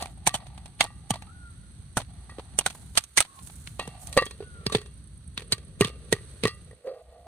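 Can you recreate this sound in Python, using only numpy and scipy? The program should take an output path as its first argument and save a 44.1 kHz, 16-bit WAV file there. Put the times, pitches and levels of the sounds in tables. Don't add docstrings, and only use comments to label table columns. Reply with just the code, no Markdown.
import sys
import numpy as np
from scipy import signal
from scipy.fft import rfft, irfft, next_fast_len
from scipy.io import wavfile
from scipy.ndimage import uniform_filter1d

SR = 44100
rng = np.random.default_rng(int(sys.argv[2]) if len(sys.argv) > 2 else 0)


def generate_wav(signal):
    frames = np.transpose(np.atleast_2d(signal))
    scaled = np.clip(frames, -1, 1) * 32767
    pcm = np.round(scaled).astype(np.int16)
    wavfile.write(sys.argv[1], SR, pcm)


N = 320590


def amp(db):
    return 10 ** (np.asarray(db) / 20)


def evened(x, count=None):
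    return x / np.sqrt(np.mean(x[..., :count] ** 2) + 1e-20)


def read(points, hz):
    f, value = np.transpose(points)
    return np.interp(np.log(hz + 1), np.log(f + 1), value)


def track(rows, column=1):
    rows = np.array(rows)
    return np.interp(np.arange(N) / SR, rows[:, 0], rows[:, column])


def add(mix, s, sound):
    part = mix[..., round(s * SR):][..., :sound.shape[-1]]
    part += sound[..., :part.shape[-1]]


def resonate(x, hz, width):
    turn = np.exp(2j * np.pi * np.cumsum(hz * np.ones(x.shape[-1])) / SR)
    r = np.exp(-np.pi * width / SR)
    return 2 * (turn * signal.lfilter([1 - r], [1, -r], x / turn)).real


# (frequency [Hz], likeness [0 to 1])
LIKENESS = [(60, 0.81), (300, 0.98), (700, 0.74), (1500, 0.11), (3000, 0.058), (6800, 0.01), (15000, 0.15)]


def noise(colour, near=0):
    size = next_fast_len(N)
    hz = np.fft.rfftfreq(size, 1 / SR)
    a, b = rfft(rng.standard_normal((2, size)))
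    same = np.clip(read(LIKENESS, hz), 0, 1) ** (1 - 0.12 * near)
    pair = np.array([a, same * a + np.sqrt(1 - same ** 2) * b])
    return evened(irfft(pair * amp(read(colour, hz)), size)[:, :N])


def wander(seconds):
    size = max(int(seconds * SR), 1)
    once = uniform_filter1d(rng.standard_normal(N), size)
    return evened(uniform_filter1d(once, size))


def grains(per_s, spread_db, seconds):
    size = amp(spread_db * np.minimum(rng.exponential(1, N), 4))
    ticks = size * (rng.random(N) < per_s / SR)
    return evened(signal.lfilter([1], [1, -np.exp(-1 / (seconds * SR))], ticks))


# (frequency [Hz], relative level [dB per Hz])
HISS_COLOUR = [(300, 2), (800, -11), (1400, -1.5), (2600, -8.5), (4400, -1.5), (5200, -17.5), (6300, -4.5),
               (7300, -39.5), (8000, 0), (9000, 0.5), (10500, -6.5), (11600, -31.5), (13500, -20),
               (15000, -41.5)]
# (time [s], level [dB])
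HISS_LEVEL = [(0, -61.5), (1.8, -60), (2.85, -57.5), (3.02, -61.5), (3.55, -56.5), (4.2, -59),
              (4.45, -58.5), (5.2, -62), (5.9, -61), (6.3, -54.5), (6.68, -61.5), (6.85, -70.5)]


def background_hiss():
    return amp(track(HISS_LEVEL)) * noise(HISS_COLOUR) * amp(1.0 * wander(0.0033))


# (time [s], chirps sung so far [count])
CHIRP_COUNT = [(.044, 0), (.548, 5), (.955, 9), (1.475, 14), (2.42, 23), (3.033, 29), (3.65, 35),
               (4.445, 43), (4.84, 47), (5.65, 55), (6.016, 59), (6.716, 66)]
# (time [s], level [dB])
CHIRP_LEVEL = [(0, -58), (2.9, -61.5), (3.1, -75), (3.6, -63), (5.65, -53), (5.8, -78), (6.05, -56.5),
               (6.65, -56.5), (6.76, -59.5)]
# (frequency [Hz], relative level [dB])
WING_COLOUR = [(7600, -70), (8300, -6), (9050, 0), (9600, -7), (10300, -12.5), (11400, -67)]
STROKE_S, PAIR_GAP_S, SECOND_DB = 0.0032, 0.034, 2.5


def insect():
    s, sung = np.transpose(CHIRP_COUNT)
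    at = np.interp(np.arange(sung[-1] + 1), sung, s)
    size_db = 1.5 * rng.standard_normal((len(at), 2))
    t, strokes = np.arange(-1000, 1000) / SR, np.zeros(N)
    stroke = np.exp(-(t / STROKE_S) ** 2 / 2)
    for centre, (first_db, second_db) in zip(at, size_db):
        add(strokes, centre + t[0], amp(first_db) * stroke)
        add(strokes, centre + PAIR_GAP_S + t[0], amp(second_db + SECOND_DB) * stroke)
    return amp(track(CHIRP_LEVEL)) * strokes * noise(WING_COLOUR, near=0.87)


# (start [s], length [s], pitch before scoop and fall [Hz], peak level [dB],
# breath over tone [ratio])
WHISTLES = [(1.266, 0.053, 1396, -52, 3), (1.301, 0.25, 1520, -53.5, 0.44), (1.533, 0.18, 1513, -65, 1.5),
            (3.264, 0.17, 1169, -53, 3.8), (4.39, 0.28, 1542, -53, 0.39)]
SCOOP_HZ, SCOOP_S, WAVER_HZ = 230, 0.018, 8
FALL_HZ_PER_S = 750
WHISTLE_PEAK = 0.7


def bird():
    out = np.zeros((2, N))
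    for s, length, top_hz, db, airy in WHISTLES:
        t = np.arange(0, length, 1 / SR)
        glide = top_hz - SCOOP_HZ * np.exp(-t / SCOOP_S) - FALL_HZ_PER_S * t
        hz = glide + WAVER_HZ * wander(0.03)[:len(t)]
        swell_db = np.interp(t / length, [0, WHISTLE_PEAK, 1], [-7, 0, -12])
        phase = np.array([[1.4], [0]])
        tone = np.sqrt(2) * np.sin(2 * np.pi * np.cumsum(hz) / SR + phase)
        air = rng.standard_normal((2, len(t)))
        breath = evened(resonate(resonate(air, hz, 53), hz, 97))
        whistle = evened(tone + airy * breath)
        add(out, s, amp(db + swell_db) * whistle * signal.windows.tukey(len(t), 0.15))
    return out


# (fully down [s], roar starts back [s], flutter starts back [s], depth [dB])
ROAR_DIPS = [(3.051, 3.348, 3.36, -14), (6.814, 7.3, 7.0, -23.5)]
DIP_FALL_S, DIP_RISE_S = 0.11, 0.089


def dips(column):
    depth_db = 0
    for d in ROAR_DIPS:
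        down, back, depth = d[0], d[column], d[3]
        curve = [(down - DIP_FALL_S, 0), (down, depth), (back, depth), (back + DIP_RISE_S, 0)]
        depth_db = depth_db + track(curve)
    return amp(depth_db)


# (frequency [Hz], relative level [dB per Hz])
ROAR_COLOUR = [(13, -67.5), (22, -41), (43, -9.5), (66, 1.5), (167, -5.5), (281, -21.5), (307, -24.5),
               (422, -34), (509, -53), (700, -64), (910, -90.5), (1540, -120)]
ROAR_DB, FLUTTER_DB = -47.5, -52


def burner():
    roar = noise(ROAR_COLOUR) * amp(2.0 * wander(0.024))
    flutter = evened(resonate(rng.standard_normal(N), 62, 4))
    return amp(ROAR_DB) * dips(column=1) * roar + amp(FLUTTER_DB) * dips(column=2) * flutter


# (time [s], level before the ticks [dB])
SPIT_LEVEL = [(0, -49), (.2, -87), (2.55, -83), (2.75, -62), (3.3, -73.5), (3.45, -53), (3.6, -61.5),
              (3.98, -74), (4.03, -48), (4.14, -59), (4.45, -80.5), (6.0, -87), (6.3, -75), (6.75, -80)]
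# (frequency [Hz], relative level [dB])
SPIT_COLOUR = [(3000, -29.5), (5000, -10), (6500, -3), (9000, 1), (11000, 1), (11800, -26), (13300, 0.5),
               (15000, -19), (16300, -26.5)]


def spitting():
    spits = (0.68 + grains(150, 3.1, 0.0045)) * noise(SPIT_COLOUR)
    return amp(track(SPIT_LEVEL)) * spits


BOWL_HZ = [1160, 1210, 1885, 1960, 2220, 2600, 2738, 3295, 3600, 3984, 4170, 4465, 4750, 5440]
# (relative level [dB], base time to fall 60 dB [s])
BOWL_RING = [(1, 0.12), (-10.5, 0.22), (-1.5, 0.1), (-10.5, 0.15), (-19.5, 0.14), (-10, 0.043), (-14, 0.23),
             (-11.5, 0.13), (-12.5, 0.073), (-2.5, 0.043), (-12, 0.13), (-5, 0.11), (-13, 0.12),
             (-14.5, 0.11)]
RING_SAMPLES = SR // 3


def bowl_ring(share_db=0, lasting=1):
    hz = np.array(BOWL_HZ)[:, None]
    db, t60 = np.transpose(BOWL_RING)[:, :, None]
    t = np.arange(RING_SAMPLES) / SR
    fade = amp(-60 * t / (0.58 * t60)) + amp(-5.0 - 60 * t / (lasting * t60))
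    return (amp(db + share_db) * fade * np.sin(2 * np.pi * hz * t)).sum(0)


# (time [s], drive level [dB])
SHUFFLE_LEVEL = [(0, -32), (.14, -65), (.4, -52.5), (.7, -66), (1.3, -61), (1.45, -76.5), (1.95, -76),
                 (2.1, -63.5), (2.8, -60), (3.1, -88), (3.4, -66.5), (3.7, -82), (3.88, -58), (3.95, -51),
                 (4.06, -54), (4.5, -63), (4.65, -55), (4.9, -62.5), (5.0, -110), (5.45, -55),
                 (5.75, -63.5), (5.9, -56), (6.8, -65)]
# (time [s], air pitch [Hz], air width [Hz], relative contact [dB], late ring length [factor])
LID = [(0, 740, 190, -15, 5.1), (1.1, 796, 199, -2, 2.4), (1.5, 750, 440, -7.5, 1.7),
       (3.6, 800, 456, -14.5, 3), (4.08, 733, 200, -3, 2.5), (4.15, 532, 82, 15.5, 0.26),
       (4.3, 418, 68, 7, 1.9), (6.6, 426.5, 65, -5.5, 1.56), (6.83, 498, 72, 2.5, 0.84),
       (6.92, 525, 71.3, 9, .9), (7.0, 641, 69.5, 9.5, 0.92), (7.27, 670, 70.6, -6, .9)]
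# (frequency [Hz], relative level [dB])
CRACK_COLOUR = [(300, -30), (800, -3), (1500, -0.5), (2300, 3), (3400, 3), (4500, 3.5), (5200, -12.5),
                (6500, -32.5)]


def shuffle():
    level = amp(track(SHUFFLE_LEVEL)) * (0.76 + grains(140, 1.8, 0.0034))
    knocks = level * noise([(100, 0.0023), (16000, 0.012)])
    hz = track(LID)
    hollow = resonate(resonate(knocks, hz, 160), hz, 360)
    ring = signal.oaconvolve(knocks[0], bowl_ring())[:N]
    return amp(14.5) * hollow + amp(-46.5) * ring + amp(-13.0) * level * noise(CRACK_COLOUR)


# (time [s], drive level [dB])
SLIDE_LEVEL = [(6.81, -72), (6.872, -31.5), (6.93, -42.5), (7.0, -47.5), (7.03, -63), (7.09, -57.5),
               (7.12, -53), (7.2, -54), (7.24, -64.5), (7.27, -42.5)]


def slide():
    on = track([(6.8, 0), (6.82, 1)])
    rough = (2 + grains(170, 3.1, 0.00764)) / 3
    grit = on * amp(track(SLIDE_LEVEL)) * rough * rng.standard_normal(N)
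    hz = track(LID)
    air = resonate(resonate(grit, hz, 105), hz, 180)
    air += amp(-1) * resonate(resonate(grit, 502, 41), 510, 116)
    air += amp(-24.5) * resonate(grit, 960, 210)
    return amp(23) * air + amp(-53.5) * signal.oaconvolve(grit, bowl_ring())[:N]


# (time [s], crack [dB], fizz [dB], pot air [dB], thump [dB], burst decay [ms], hollow [Hz], hollow level [dB])
FULL_HITS = [(0.0241, -23, -6, -11, -23.5, 3.6, 4180, -16), (0.0579, -29, -8.5, -12.5, -27, 1.7, 2300, -19),
             (0.2667, -17.5, -10, -16.5, -15, 4.8, 2310, -9.5),
             (0.273, -11, 1.5, -8, -30.5, 3.8, 2340, -25.5),
             (0.3413, -24.5, -4.5, -5, -12.5, 10.7, 3185, -6),
             (0.8072, -1.5, -13.5, -20.5, -43.5, 4.8, 2220, -20),
             (0.8417, -28.5, 4.5, -11.5, -24, 0.52, 1200, -41),
             (1.1059, -17.5, 0, -8, -8.5, 2.6, 3100, -14.5), (1.9699, -20, -1, -3.5, -9, 8.4, 1414, -11.5),
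             (2.384, -37.5, -17, -8.5, -19, 3.9, 490, 1.5), (2.5879, -17.5, 4, -12, -29, 4.2, 2990, -9),
             (2.662, -14, -6.5, -14, -29, 6, 1454, -12.5), (2.9741, -6, -5.5, -23.5, -41, 5, 5100, -19.5),
             (3.1726, -12, -2, -42.5, -48.5, 4.6, 1420, -36), (3.1775, -11, -6, -26, -44, 8, 2160, -12.5),
             (3.1846, -28, 16, -28.5, -13, 0.77, 2160, -10.5), (3.204, -11, -4, -21, -49.5, 5.2, 1335, -22),
             (3.673, -23, -12, -59, -26, 1.9, 1340, -35), (3.8757, -31, -5, -15, -7.5, 2.8, 460, -9.5),
             (4.6644, -18.5, -12, -10, -10.5, 3.3, 4670, -7), (4.722, -24.5, -9, -9.5, -21, 12, 3680, -10),
             (4.7486, -14, -15, -4.5, -11, 5.3, 3430, -11.5),
             (5.3759, -19.5, -21, -35, -22, 3.2, 3540, -13.5),
             (5.522, -14.5, -5.5, -20.5, -17, 6, 4350, -5.5), (5.809, -12, -4.5, -2.5, -9, 3.6, 2655, -11),
             (5.8471, -11, -13, -22, -19.5, 1.1, 3480, -19.5),
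             (6.126, -9.5, -7, -8, -17.5, 3.9, 1990, -13.5),
             (6.4356, -15.5, -13.5, -10, -11.5, 4.7, 2490, -18),
             (6.4531, -11, -36, -8.5, -18.5, 1.3, 1080, -21.5)]
# (time [s], crack [dB], dullness [dB])
KNOCKS = [(0.3506, -28.5, -10), (0.425, -52, 7), (0.467, -39, -3.5), (0.5773, -38.5, -3), (0.658, -35, -6),
          (0.831, -39, 8.5), (0.848, -38, 10.5), (0.904, -52.5, 8), (1.139, -27, -3), (1.157, -34, 3),
          (1.222, -35.5, -4), (2.32, -56, 12), (2.001, -31, 2), (2.016, -35, -3.5), (2.395, -33.5, 1),
          (2.61, -28, -2), (2.7044, -32, -8), (2.7506, -45.5, 6.5), (2.953, -29.5, -8), (3.039, -37, -17.5),
          (3.25, -38, -4), (3.3894, -40, -6), (3.472, -42, -15), (3.4984, -41, -3), (3.811, -44, 13),
          (3.826, -34.5, -2), (3.854, -44, 2), (4.14, -43, -8), (4.198, -40.5, 7), (4.2164, -39, 10.5),
          (4.071, -36.5, -16.5), (4.1275, -32.5, -14), (4.255, -38.5, -17.5), (4.2645, -29.5, -3),
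          (4.3093, -34, -8), (4.4047, -44, 19), (4.4247, -42.5, 12.5), (4.7833, -32.5, 1), (4.815, -37, -3),
          (4.86, -41, -5), (5.395, -37, -5), (5.4201, -34, -2.5), (5.5805, -39, -3), (5.8762, -32, -0.5),
          (5.8993, -41.5, 6.5), (6.15, -53, 18), (6.7307, -56.5, 15.5)]
# (time [s], crack [dB], pot air [dB], bowl ring [dB], favoured pitch [Hz])
CLANKS = [(0.283, -37, -4, 23, 1610), (0.862, -50, -4, 22, 1300), (1.111, -37, -2, 13, 1520),
          (2.2949, -52.5, 3, 27, 1250), (2.298, -49.5, -10, 22.5, 2500), (3.7948, -25, -6, 15.5, 2680),
          (4.1672, -27, 5.5, -16, 1210), (4.174, -13.5, 0, -4, 2200), (4.186, -36.5, -9.5, 16.5, 2020),
          (4.222, -36.5, 8.5, 10.5, 2000), (4.6972, -36, -11, 5.5, 1210), (5.529, -37.5, 1.5, 5, 1160),
          (5.8191, -29, 3.5, 18, 1690), (5.849, -35, -10, 13, 2740), (6.132, -46, 15, 10, 1950),
          (6.163, -46.5, 1, 14, 2000), (6.185, -49, -4, 13, 1960), (6.4525, -29, -31, 22.5, 1720),
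          (6.478, -26, -9.5, 8.5, 4400), (6.7101, -55, 4, 12, 1890), (6.872, -48, 3, 3, 1890)]
# (centre [Hz], level relative to crack [dB], spread either way [octaves])
KNOCK_HOLLOW = (3400, -34.5, 0.17)
FULL_RING_DB, HOLLOW_OCTAVES = -19, 0.1
KNOCK_FIZZ_DB, KNOCK_AIR_DB = -15, -8.5
KNOCK_THUMP_DB, KNOCK_RING_DB, KNOCK_MS = -26, -8.5, 4.3
CLANK_HOLLOW_DB, CLANK_FIZZ_DB, CLANK_THUMP_DB, CLANK_MS = -11.5, -8.5, -25, 3.8


def hit_rows():
    rows = []
    for s, db, fizz, air, thump, ms, hz, level in FULL_HITS:
        rows.append((s, db, fizz, air, thump, FULL_RING_DB, ms, (hz, level, HOLLOW_OCTAVES)))
    for s, db, dull in KNOCKS:
        fizz, air = KNOCK_FIZZ_DB - dull, KNOCK_AIR_DB + dull
        rows.append((s, db, fizz, air, KNOCK_THUMP_DB, KNOCK_RING_DB, KNOCK_MS, KNOCK_HOLLOW))
    for s, db, air, ring, hz in CLANKS:
        hollow = (hz, CLANK_HOLLOW_DB, HOLLOW_OCTAVES)
        rows.append((s, db, CLANK_FIZZ_DB, air, CLANK_THUMP_DB, ring, CLANK_MS, hollow))
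    return rows


def heap_hollow(gap, force, t):
    centre_hz, _, octaves = gap
    hz = centre_hz * 2 ** (octaves * (2 * rng.random((6, 1)) - 1))
    colour = (np.sin(2 * np.pi * hz * t) * amp(-60 * t / 0.033)).sum(0)
    return evened(signal.oaconvolve(colour, force), count=400)


def pot_air(force, t, hz, width):
    jolt = np.exp(-t / 0.003) + 1.4 * force
    return evened(resonate(resonate(jolt, hz, width), hz, 1300), count=400)


def low_thump(t):
    hz = 100 + 260 * np.exp(-t / 0.0053)
    thump = t / 0.003 * np.exp(-t / 0.006) * np.sin(2 * np.pi * np.cumsum(hz) / SR)
    return evened(thump, count=600)


# (frequency [Hz], relative level [dB])
FIZZ_COLOUR = [(4000, -51.5), (5200, -13), (6200, 0.5), (7400, -13), (8300, 3), (10200, -7), (11700, -18.5),
               (13500, -14.5), (15500, -42.5)]
HEAP_DB, HEAP_T60, HEAP_PER_S = -32, 0.3, 680
HEAP_SPREAD_DB = 8
FAVOUR_DB_PER_OCTAVE = -11
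CHATTER_DB, CHATTER_S = 2.5, 0.0038


def hits():
    t, lead = np.arange(4096) / SR, np.arange(-800, 0) / SR
    crack, fizz, heap, low, ring = np.zeros((5, N))
    modes_hz = np.array(BOWL_HZ)[:, None]
    chatter = np.array([np.pad(wander(CHATTER_S), (0, RING_SAMPLES)) for _ in BOWL_HZ])
    chatter_db = CHATTER_DB * chatter
    for s, db, fizz_db, air_db, thump_db, ring_db, ms, gap in hit_rows():
        burst = (1 - np.exp(-t / 0.00045)) * np.exp(-1000 * t / max(ms, 0.3))
        swell = amp(-16.0) * np.exp(lead / 0.0045)
        whole = np.append(swell, burst + swell[-1] * np.exp(-t / 0.002))
        add(crack, s + lead[0], amp(db - 6.5) * whole)
        add(fizz, s + lead[0], amp(db + fizz_db) * whole)
        fade_out = np.hanning(2 * len(t))[len(t):]
        add(heap, s, amp(db + HEAP_DB - 60 * t / HEAP_T60) * fade_out)

        lid_now = [np.interp(s, *np.transpose(LID)[[0, k]]) for k in range(1, len(LID[0]))]
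        air_hz, air_width, contact_db, lasting = lid_now
        spot_db = 2.7 * rng.standard_normal((len(BOWL_HZ), 1))
        favour_db = FAVOUR_DB_PER_OCTAVE * abs(np.log2(modes_hz / gap[0]))
        stutter_db = chatter_db[:, round(s * SR):][:, :RING_SAMPLES]
        struck = evened(bowl_ring(spot_db + favour_db + stutter_db, lasting), count=800)
        add(ring, s + 0.002, amp(db + ring_db + contact_db - 15.5) * struck)

        force = rng.standard_normal(len(t)) * burst
        add(low, s, amp(db + gap[1]) * heap_hollow(gap, force[:800], t[:1200]))
        add(low, s, amp(db + air_db) * pot_air(force, t, air_hz, air_width))
        add(low, s, amp(db + thump_db) * low_thump(t))
    ragged = evened(amp(2.97 * np.clip(wander(0.00024), -2, 2)))
    rattle = heap * (0.5 + grains(HEAP_PER_S, HEAP_SPREAD_DB, 0.00067))
    snap = (crack + rattle) * noise(CRACK_COLOUR, near=0.39)
    snap += (fizz + 0.5 * rattle) * noise(FIZZ_COLOUR, near=0.41)
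    contact = amp(track(LID, column=3)) * ragged * snap[0]
    clatter = signal.oaconvolve(contact, bowl_ring())[:N]
    return ragged * snap + low + amp(-49.5) * clatter + ring


def scene():
    background = background_hiss() + insect() + bird() + burner()
    return background + spitting() + shuffle() + slide() + hits()


# (frequency [Hz], level difference [dB])
RIGHT_OVER_LEFT = [(100, 0), (600, 3), (1200, -1), (4000, 2), (7000, 1), (8100, 12), (9500, 9),
                   (12000, -0.5)]
RIGHT_LAG = 4
EDGE_HZ = 16400


def record(dry):
    size = next_fast_len(N + 1024)
    hz = np.fft.rfftfreq(size, 1 / SR)
    tilt = amp(read(RIGHT_OVER_LEFT, hz) / 2)
    lag = RIGHT_LAG * np.clip(0.5 + hz / 10000, 0, 1)
    ports = np.array([1 / tilt, tilt * np.exp(-2j * np.pi * hz * lag / SR)])
    heard = irfft(rfft(dry, size) * ports, size)[:, :N]
    soft = 0.9 * heard / (0.9 ** 4 + heard ** 4) ** 0.25
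    band = signal.firwin(511, EDGE_HZ, window=("kaiser", 9), fs=SR)
    return signal.oaconvolve(soft, band[None], "same")


dry = scene()
out = record(dry)
generate_wav(out)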